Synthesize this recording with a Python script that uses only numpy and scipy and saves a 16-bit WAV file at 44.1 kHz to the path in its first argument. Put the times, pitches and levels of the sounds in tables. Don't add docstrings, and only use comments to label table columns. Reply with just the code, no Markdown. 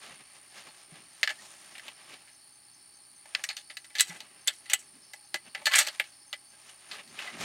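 import sys
import numpy as np
from scipy import signal
from scipy.io import wavfile

SR = 44100
rng = np.random.default_rng(int(sys.argv[2]) if len(sys.argv) > 2 else 0)


def wav_record(signal):
    frames = np.transpose(np.atleast_2d(signal))
    bounded = np.clip(frames, -1, 1)
    quanta = np.round(bounded * 32767).astype(np.int16)
    wavfile.write(sys.argv[1], SR, quanta)


N = 328104

# t/s, level/dB before a 3 dB lift, downstroke boost/dB
KATYDID_LEVELS = [(0.0, -60, -0.5), (0.58, -62, 3), (1.45, -60.5, 1), (2.4, -63, 1.5), (3.25, -60, 1),
                  (4.5, -63, 3.5), (7.44, -61.5, 1.5)]
# share of stroke/1, f/Hz, relative level/dB
WING_STROKE = [(0, 8850, -20), (.05, 8950, -6), (.22, 9250, 0), (.36, 9480, -5), (.44, 9380, -10),
               (.56, 8950, -4), (.66, 8350, -10), (.71, 8000, -24), (.74, 9400, -14), (.84, 9200, -13),
               (1, 9200, -22)]
STROKES_PER_S, STROKE_AT_START = 62.559, 0.27
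# delay/ms, level/dB
LEAF_ECHOES = [(2.3, -14), (5.1, -15), (8.7, -16), (21, -17)]
# f/Hz, width of each of two resonances/Hz, level before flicker/dB
CHORUS_BANDS = [(4395, 570, -69), (4530, 220, -71.5), (5250, 460, -70), (5550, 110, -88), (9740, 920, -68),
                (830.3, 56, -76.5)]
HUM_HZ, HUM_DB = 124.5, -79
# f/Hz, relative density/dB
AIR_SPECTRUM = [(25, -42), (60, -8.5), (120, -9.5), (300, -4), (700, -6.5), (1800, -6), (3500, -10.5),
                (5400, -20.5), (5800, -13.5), (8000, -12), (11000, -17.5), (16000, -19)]
# f/Hz, left-right likeness/1
AIR_LIKENESS = [(40, 0.52), (130, 0.9), (300, 0.57), (1400, 0.74), (3100, 1), (7000, 0.96)]
AIR_DB = -64
# t of maximum/s, rise/s, fall/s, level/dB, bass re level/dB, treble re level/dB
RUSTLE_MOVES = [(.04, 0.032, 0.16, -48.5, -21, -14), (.11, 0.044, 0.023, -49.5, -11, -23),
                (.22, 0.053, 0.011, -51.5, -10, -18), (.4, 0.4, 0.37, -60, -20, -12),
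                (.582, 0.049, 0.14, -50, -18, -13), (.67, .03, .03, -51.5, -10, -20),
                (.83, 0.3, 0.087, -59.5, -24, -9), (.956, 0.061, 0.085, -48.5, -9, -16),
                (1.2, 0.25, 0.45, -60.5, -19, -7), (1.45, 0.15, 0.25, -55.5, -15.5, -5.5),
                (1.78, 0.15, 0.059, -53.5, -18, -10), (1.89, 0.085, 0.038, -46, -19, -14),
                (2.02, 0.11, 0.1, -57.5, -20, -15), (2.085, 0.035, 0.14, -52.5, -17, -14),
                (2.14, 0.084, 0.016, -53.5, -16, -14), (3.39, 0.13, 0.11, -51.5, -27, -13.5),
                (4.12, 0.12, 0.9, -58.5, -15, -20), (4.26, 0.14, 0.084, -58, -11.5, -24),
                (4.97, 0.16, 0.073, -74, 6.5, -2), (5.475, 0.024, 0.025, -52, -8, -33),
                (5.58, 0.029, 0.14, -52.5, -13, -24), (5.92, 0.034, 0.18, -54.5, -34.5, -8.5),
                (6.686, 0.13, 0.096, -53.5, -19, -9), (6.946, 0.097, 0.057, -45, -18.5, -11.5),
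                (7.0, 0.036, 0.016, -44, -20, -20), (7.1, 0.081, 0.12, -62, -1.5, -9),
                (7.204, 0.054, 0.18, -42, -20, -14.5), (7.285, .03, 0.036, -38, -23, -20),
                (7.345, 0.028, 0.063, -43, -7, -28), (7.405, 0.022, 0.094, -40, -10, -9),
                (7.44, 0.062, 0.055, -40, -5.5, -13)]
# f/Hz, gain/dB
RUSTLE_COLOUR = [(30, -10), (70, 0), (200, 15.5), (480, 9), (700, 0.5), (1800, 2), (4000, 0.5),
                 (7000, 5.5), (10500, -4.5), (16000, -21)]
SWELL_DB = 12
# t/s, level/dB before a 3.5 dB lift and soft onset, f/Hz, t60/s
STAND_BUMPS = [(0.125, -46, 157, 0.052), (0.67, -65, 195, 0.12), (0.921, -38.5, 161, 0.063),
               (0.953, -62, 188, 0.054), (4.093, -39.5, 171.6, 0.12), (4.741, -48, 298, 0.04),
               (4.948, -53, 272, 0.13), (5.341, -34, 356, 0.049), (5.346, -44, 190, 0.047),
               (7.348, -45, 193, 0.084), (7.4, -47, 267, 0.086)]
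# stock/dB,
# upper ring/dB, treble/dB; rattle t60/s before treble loss, blow re rattle/dB, free ring re drive/dB
STEEL_CONTACTS = [(0.6866, -41, 4360, -6.5, -15, -18, 0.048, 0, -4),
                  (1.2315, -5, 1930, -26, -8, -39, 0.065, 16, -11),
                  (1.275, -8.5, 1700, -22, -9, -47, 0.035, 3, -12),
                  (1.291, -13, 1680, -22.5, -16, -42, 0.076, -13, -5.5),
                  (1.3039, -21, 1920, -13, -11, -15, 0.1, 0, -15),
                  (1.7524, -28.5, 2280, -18, -22, -25, 0.094, 9, -9),
                  (1.7815, -31.5, 2750, -21, -12, -8, 0.05, 13, -11),
                  (1.7958, -26.5, 1860, -28, -18, -23, 0.031, 13, -10),
                  (1.8808, -26, 2780, -14.5, -33, -20, 0.041, -5, 1),
                  (2.2752, -37.5, 1620, -24, -13, -26, 0.15, 4, -7.5),
                  (3.2561, -41.5, 1640, -2.5, -7, -13, 0.04, 8, 0),
                  (3.3495, -5, 2000, -29.5, -8.5, -55, 0.038, 10, -20),
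                  (3.3934, -30.5, 1740, -12, -29, -21, 0.039, 3, -4.5),
                  (3.4387, -16.5, 2140, -28, -3.5, -0.5, 0.062, 9, -11.5),
                  (3.489, -16.5, 4640, -22, -5, -30, 0.11, 6, -12),
                  (3.4998, -25.5, 2110, -22, -17, -37, 0.096, 13, -4.5),
                  (3.5668, -27, 2840, -19.5, 3, -7, 0.15, -12, -14.5),
                  (3.699, -25, 2150, -15.5, -5, -27, 0.088, -5, -13),
                  (3.769, -28.5, 2000, -26, -1, -11, 0.07, -10, -5),
                  (3.843, -35.5, 2090, -20, -2, -7, 0.1, -2, -13),
                  (3.903, -44, 2000, -15, -14, -17, 0.074, -1, -1),
                  (3.9518, -24, 1800, -22.5, -2.5, -21, 0.13, -11, -2),
                  (3.9835, -10, 4260, -29, 0, -21, 0.05, -7, -13),
                  (3.9963, -10.5, 3970, -42, -15, -14, 0.097, 1, 1.5),
                  (4.007, -10.5, 3060, -32, -13, 7.5, 0.06, 9, -3),
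                  (4.1037, -27, 1800, -17.5, -40, -37, 0.21, 11, -12.5),
                  (4.2044, -26, 4200, -19.5, -11, -19, 0.066, 14, -5.5),
                  (4.4748, -19, 2140, -37, -20, 14.5, 0.054, 9, -19),
                  (4.4794, -11.5, 3400, -30, -8, -12, 0.046, -6, 2.5),
                  (4.6575, -38.5, 1980, -35, -2, -18, 0.081, 6, -7),
                  (4.6982, -25.5, 3050, -39.5, -4.5, -1.5, 0.077, 4.5, 4.5),
                  (4.7333, -12, 3000, -20.5, -13, 4.5, 0.048, 0, 3.5),
                  (4.79, -48.5, 2610, -28, 3, 17, 0.18, 0, -9),
                  (5.1343, -30, 1980, -10, -3, -2, 0.06, -7, -6),
                  (5.3424, -14.5, 1740, -12.5, -3, -12, 0.065, -4, -11),
                  (5.3562, -29, 1950, -15, -5, -8, 0.058, -8, -8),
                  (5.5476, -14.5, 1740, -15, -18, -51, 0.074, -27, -9.5),
                  (5.574, -27.5, 1680, -17, -19, -35, 0.062, -4, -11),
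                  (5.618, -36.5, 2230, -1.5, -13, -12, 0.059, 2.5, -5.5),
                  (5.6564, -10.5, 4700, -30, -6.5, -15, 0.078, 0, 1),
                  (5.668, -4.5, 1680, -19.5, -12, -19, 0.073, 9.5, -7),
                  (5.741, -13, 2010, -37, -19, -16, 0.053, -4, -8),
                  (5.7563, -7.5, 2280, -22, -13, 3, 0.067, 0, -7.5),
                  (5.7834, -11.5, 3540, -31, -4, -2, 0.11, 2, -2.5),
                  (5.7887, -8, 2240, -33, -21, 3.5, 0.094, 11.5, -8.5),
                  (5.8056, -12, 3770, -15.5, -3, -10, 0.14, -10, -25),
                  (5.8674, -21, 2340, -16, -8, -16, 0.044, 8, -13),
                  (5.8721, -18, 2590, -10, -2, -3, 0.043, 6, -17),
                  (5.8843, -16, 3020, -18, -6, -32, 0.073, -4, -26),
                  (5.9478, -31, 2680, -37, -21, -19, 0.047, 8, -15),
                  (5.9974, -8.5, 2240, -16, -26, -14, 0.057, -9, -8),
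                  (6.0406, -40.5, 2680, -21, -13, -15, 0.13, 10, 2.5),
                  (6.328, -18, 2160, -19.5, -4.5, -22, 0.06, -19, -7),
                  (6.692, -38.5, 2760, -21, -7, -4, 0.06, 5, -6),
                  (6.913, -23.5, 3620, -34, -11, -43, 0.2, 7, -13),
                  (7.0747, -37.5, 4640, -24, -7, -7, 0.096, -2, -8),
                  (7.189, -31, 2570, -29, -29, -30, 0.09, -4, 0),
                  (7.2697, -24.5, 2050, -26, -20, -25, 0.11, 0, -13)]
# f/Hz, relative level/dB, free t60/s
STEEL_MODES = [(361, -11, 0.09), (616, 5.5, 0.041), (816, 9, 0.0203), (1048, -6, 0.021), (1490, -4, 0.043),
               (1748, -1.5, 0.043), (1880, -20, 0.029), (2013, 1.5, 0.068), (2243, -0.5, 0.01),
               (2587, 1, 0.02), (2915, 0.5, 0.033), (3187, -3.5, 0.071), (3512, 0, 0.012),
               (3950, 0.5, 0.0197), (4326, -1.5, 0.12), (5850, 4.5, 0.018), (5980, -7.5, 0.047),
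               (6666, 4.5, 0.011), (7430, -1, 0.013), (8040, -2.5, 0.045), (7830, 2, 0.09),
               (9600, -9, 0.0067), (11140, -4.5, 0.019), (12300, -21, 0.017), (16400, -26, 0.022)]
# t of maximum/s, rise/s, fall/s, drive level/dB, treble re level/dB
BOLT_SLIDES = [(3.975, 0.015, 0.023, -49, -23), (4.07, 0.063, 0.084, -54.5, -2.5),
               (4.476, 0.0049, .03, -40, -36), (4.54, 0.016, 0.042, -71.5, 10),
               (4.72, 0.028, 0.046, -46, -20), (5.668, 0.0037, 0.011, -37, -4),
               (5.722, 0.012, 0.028, -39, -19), (5.75, .02, 0.042, -29.5, -16),
               (5.789, 0.041, 0.033, -34, -3), (5.885, 0.033, 0.011, -38.5, -10.5),
               (7.2, .015, 0.074, -50.5, -46)]
BLOW_T60_S, RADIATED_DB, SLIDE_BASS_DB = 0.0035, -16.5, -17.5
STOCK_HZ, KNEE_HZ, SHOULDER_HZ, TREBLE_HZ, TOP_HZ = 1250, 1650, 4500, 8000, 14000
BELOW_DB_PER_OCT = 8.5
TOP_SHARE, TOP_FALL_DB = 0.32, 2
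RATTLE_DULL_DB_PER_OCT = 3.5
# t/s, chirps made so far/1
CHIRP_COUNTS = [(1.133, 0), (2.327, 1), (3.163, 5), (5.045, 14), (6.483, 21), (7.513, 26)]
CRICKET_DB, CRICKET_HZ = -63.5, 6300
PULSE_GAP_S, PULSE_HALF_WIDTH_S = 0.023, 0.0094
# t/s, length/s, start f/Hz, end f/Hz, level before flicker/dB
SQUEAK_GLIDES = [(1.382, 0.029, 1830, 1900, -52), (5.696, 0.077, 1040, 1217, -36),
                 (6.521, 0.051, 1630, 1600, -60.5)]
# f/Hz, width/Hz, share removed/1
CAMERA_NOTCHES = [(478, 170, .85), (955, 60, .6), (1440, 110, .8)]
CUTOFF_HZ = 16600


def from_db(db):
    return 10 ** (np.asarray(db) / 20)


def rms_one(x):
    return x / np.sqrt(np.mean(x ** 2) + 1e-20)


def at_hz(points, hz):
    table_hz, values = np.transpose(points)
    return np.interp(np.log(hz), np.log(table_hz), values)


def drift(rate_hz):
    r = np.exp(-2 * np.pi * rate_hz * 40 / SR)
    noise = rng.standard_normal(N // 40 + 2002)
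    slow = signal.lfilter([1], [1, -2 * r, r * r], noise)[2000:]
    return np.interp(np.arange(N) / 40, np.arange(len(slow)), rms_one(slow))


def resonance(x, hz, width_hz):
    r = np.exp(-np.pi * width_hz / SR)
    poles = [1, -2 * r * np.cos(2 * np.pi * hz / SR), r * r]
    return signal.lfilter([(1 - r * r) / 2, 0, (r * r - 1) / 2], poles, x + 1e-18)


def ring(force, hz, t60_s):
    width_hz = np.log(1000) / (np.pi * t60_s)
    return resonance(force, hz, width_hz) / np.sqrt(np.pi * width_hz / SR)


def grains(per_s, spread_db, count):
    size_db = spread_db * np.minimum(rng.exponential(1, count), 4)
    sizes = from_db(size_db) * rng.choice([-1, 1], count)
    return rms_one(sizes * (rng.random(count) < per_s / SR))


def banded(source, gain_db, likeness):
    out, edges_hz = 0, 28 * 2 ** np.arange(0, 9.3, 0.4)
    for k, (low, high) in enumerate(zip(edges_hz, edges_hz[1:])):
        band = signal.butter(2, [low, high], "band", fs=SR, output="sos")
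        mid, side = signal.sosfilt(band, source[k % 2])
        hz = np.sqrt(low * high)
        alike = likeness(hz)
        stereo = np.sqrt(1 + alike) * mid + np.sqrt(1 - alike) * side * [[1], [-1]]
        out = out + from_db(gain_db(hz)) * stereo
    return out


def shares(hz, edges_hz):
    place = np.interp(np.log(hz), np.log(edges_hz), [0, 1, 1, 2])
    return np.maximum(1 - abs(place - np.arange(3)), 0)


def swells(rows):
    s, rise, fall, level_db, *relative_db = np.transpose(rows)[:, :, None]
    t = np.arange(0, N + 32, 32) / SR
    shape_db = level_db - SWELL_DB * np.maximum((s - t) / rise, (t - s) / fall)
    levels = []
    for band_db in [0] + relative_db:
        power = np.sum(from_db(shape_db + band_db) ** 2, axis=0)
        levels.append(np.interp(np.arange(N) / SR, t, 10 * np.log10(power + 1e-12)))
    return levels


def through_leaves(x):
    out = x.copy()
    for ms, echo_db in LEAF_ECHOES:
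        lag = int(ms * SR / 1000)
        out[lag:] += from_db(echo_db) * x[:-lag]
    return out


def katydid():
    t = np.arange(N) / SR
    done = STROKE_AT_START + STROKES_PER_S * t
    phase = done % 1
    s, *levels = np.transpose(KATYDID_LEVELS)
    level_db, down_db = [np.interp(t, s, level) for level in levels]
    share, hz, shape_db = np.transpose(WING_STROKE)
    vary = rng.standard_normal((int(done[-1]) + 1, 2))[done.astype(int)]
    pitch_hz = np.interp(phase, share, hz) * (1 + 0.0038 * vary[:, 0] + 0.00327 * drift(163))
    falling = np.interp(phase, [0.4, 0.48, 0.7, 0.75], [0, 1, 1, 0])
    rasp_db = 1.1 * vary[:, 1] + 1.8 * drift(200)
    loud = from_db(np.interp(phase, share, shape_db) + down_db * falling + rasp_db)
    song = loud * np.sin(2 * np.pi * np.cumsum(pitch_hz) / SR)
    return from_db(level_db + 3.0) * rms_one(through_leaves(song))


def chorus():
    out = np.zeros(N)
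    for hz, width_hz, level_db in CHORUS_BANDS:
        band = resonance(resonance(rng.standard_normal(N), hz, width_hz), hz, width_hz)
        out += from_db(level_db + 2.5 * drift(25) + 1.5 * drift(2)) * rms_one(band)
    return out


def hum():
    return from_db(HUM_DB + 0.46 * drift(9)) * np.sin(2 * np.pi * HUM_HZ * np.arange(N) / SR)


def air():
    noise = rng.standard_normal((2, 2, N))
    hiss = banded(noise, lambda hz: at_hz(AIR_SPECTRUM, hz), lambda hz: at_hz(AIR_LIKENESS, hz))
    return from_db(AIR_DB) * rms_one(hiss)


def rustle():
    middle_db, bass_db, treble_db = swells(RUSTLE_MOVES)
    levels_db = np.array([bass_db, middle_db, treble_db])
    slips = [[grains(2500, 7.8, N) + 1.28 * rng.standard_normal(N) for side in "ms"] for draw in "ab"]
    lumps_db = 2.1 * drift(10.8)

    def gain_db(hz):
        moving_db = shares(hz, [300, 600, 3000, 7000]) @ levels_db
        return moving_db + at_hz(RUSTLE_COLOUR, hz) + lumps_db + 0.91 * drift(9.0)

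    return banded(np.array(slips), gain_db, lambda hz: 1)


def bumps():
    out = np.zeros(N)
    for s, level_db, hz, t60_s in STAND_BUMPS:
        start = int(s * SR)
        age = np.arange(min(SR // 3, N - start)) / SR
        loud = from_db(level_db - 60 * age / t60_s + 3.5) * (1 - np.exp(-age / 0.011))
        out[start:][:len(age)] += loud * np.sin(2 * np.pi * hz * age)
    return out


def action():
    size = SR // 5
    age = np.arange(size) / SR
    columns = np.transpose(STEEL_CONTACTS)
    s, drive_db, struck_hz, stock_db, upper_db, treble_db, t60_s, blow_db, free_db = columns
    t60_s = t60_s[:, None]
    rise = np.minimum(age / 0.0005, 1)

    rattle = grains(9000, 5.0, size * len(s)).reshape(-1, size) * rise
    rattle *= from_db(-60 * age / t60_s) + 0.04 * from_db(-60 * age / (4 * t60_s))
    blow = rng.standard_normal(rattle.shape) * rise
    blow *= from_db(blow_db[:, None] - 60 * age / BLOW_T60_S)
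    blow[:, 0] = 0.86 * np.sqrt(np.sum(blow ** 2, axis=1))
    at = ((s[:, None] * SR).astype(int) + np.arange(size)).ravel()
    chance_db = 1.5 * rng.standard_normal((len(s), len(STEEL_MODES)))

    scrape = grains(5400, 4.0, N) * from_db(2.4 * drift(35))
    middle_db, high_db = swells(BOLT_SLIDES)
    slide_db = np.array([middle_db + SLIDE_BASS_DB, middle_db, high_db])

    knee_db = -BELOW_DB_PER_OCT * np.log2(struck_hz / KNEE_HZ)
    colours = [[(STOCK_HZ, low), (min(KNEE_HZ, hz - 1), knee), (hz, 0),
                (max(SHOULDER_HZ, 1.18 * hz), upper), (TREBLE_HZ, high),
                (TOP_HZ, TOP_SHARE * high - TOP_FALL_DB)]
               for hz, low, knee, upper, high in zip(struck_hz, stock_db, knee_db, upper_db, treble_db)]

    out = np.zeros(N)
    for k, (hz, mode_db, mode_t60_s) in enumerate(STEEL_MODES):
        colour_db = drive_db + RADIATED_DB + np.array([at_hz(colour, hz) for colour in colours])
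        dull_db = -RATTLE_DULL_DB_PER_OCT * max(np.log2(hz / SHOULDER_HZ), 0)
        touches = from_db(colour_db + chance_db[:, k])[:, None] * (blow + rattle * from_db(dull_db))
        touches *= from_db(-0.02 * hz * age)
        slide_share_db = shares(hz, [1100, 1300, 2800, 6950]) @ slide_db
        sliding = scrape * from_db(slide_share_db + 2.8 * drift(37))
        force = np.bincount(at, touches.ravel(), N)[:N] + sliding

        favoured_db = 9.3 * np.exp(-(np.log(hz / struck_hz) / 0.062) ** 2)
        free_touches = touches * from_db(free_db + favoured_db)[:, None]
        free = np.bincount(at, free_touches.ravel(), N)[:N] + 0.43 * sliding
        crack = resonance(ring(force, hz, 6.5 / hz), hz, 0.22 * hz)
        out += from_db(mode_db) * (0.7 * ring(free, hz, mode_t60_s) + 1.15 * crack)
    return signal.sosfilt(signal.butter(2, 330, "high", fs=SR, output="sos"), out)


def cricket():
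    s, count = np.transpose(CHIRP_COUNTS)
    t, out = np.arange(N) / SR, 0
    chirp = np.round(np.interp(t - PULSE_GAP_S / 2, s, count))
    nearest_s = np.interp(chirp, count, s)
    for age in (t - nearest_s, t - nearest_s - PULSE_GAP_S):
        tone = np.sin(2 * np.pi * CRICKET_HZ * age * (1 - 0.88 * age))
        out = out + np.exp(-(age / PULSE_HALF_WIDTH_S) ** 4) * tone
    return through_leaves(from_db(CRICKET_DB + 0.78 * drift(0.12) + 3.5 * drift(65)) * out)


def squeaks():
    out = np.zeros(N)
    for s, length_s, start_hz, end_hz, level_db in SQUEAK_GLIDES:
        along = np.linspace(0, 1, int(length_s * SR))
        pitch_hz = start_hz + (end_hz - start_hz) * along
        tone = np.sin(2 * np.pi * np.cumsum(pitch_hz) / SR)
        out[int(s * SR):][:len(along)] += from_db(level_db) * np.sin(np.pi * along) * tone
    return out * from_db(3.4 * drift(95))


def scene():
    steel = action() + squeaks()
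    lag = int(0.00063 * SR)
    late = np.r_[np.zeros(lag), steel[:-lag]]
    sideways = from_db(-26.5) * signal.lfilter([1, -0.6], 1, late) * [[1], [-1]]
    near = steel * from_db([[0.15], [-0.15]]) + sideways + bumps()
    return near + rustle() + katydid() + cricket() + chorus() + hum() + air()


def record(dry):
    for hz, width_hz, share in CAMERA_NOTCHES:
        dry = dry - share * resonance(dry, hz, width_hz)
    return signal.sosfilt(signal.cheby2(16, 60, CUTOFF_HZ, fs=SR, output="sos"), dry)


dry = scene()
out = record(dry)
wav_record(out)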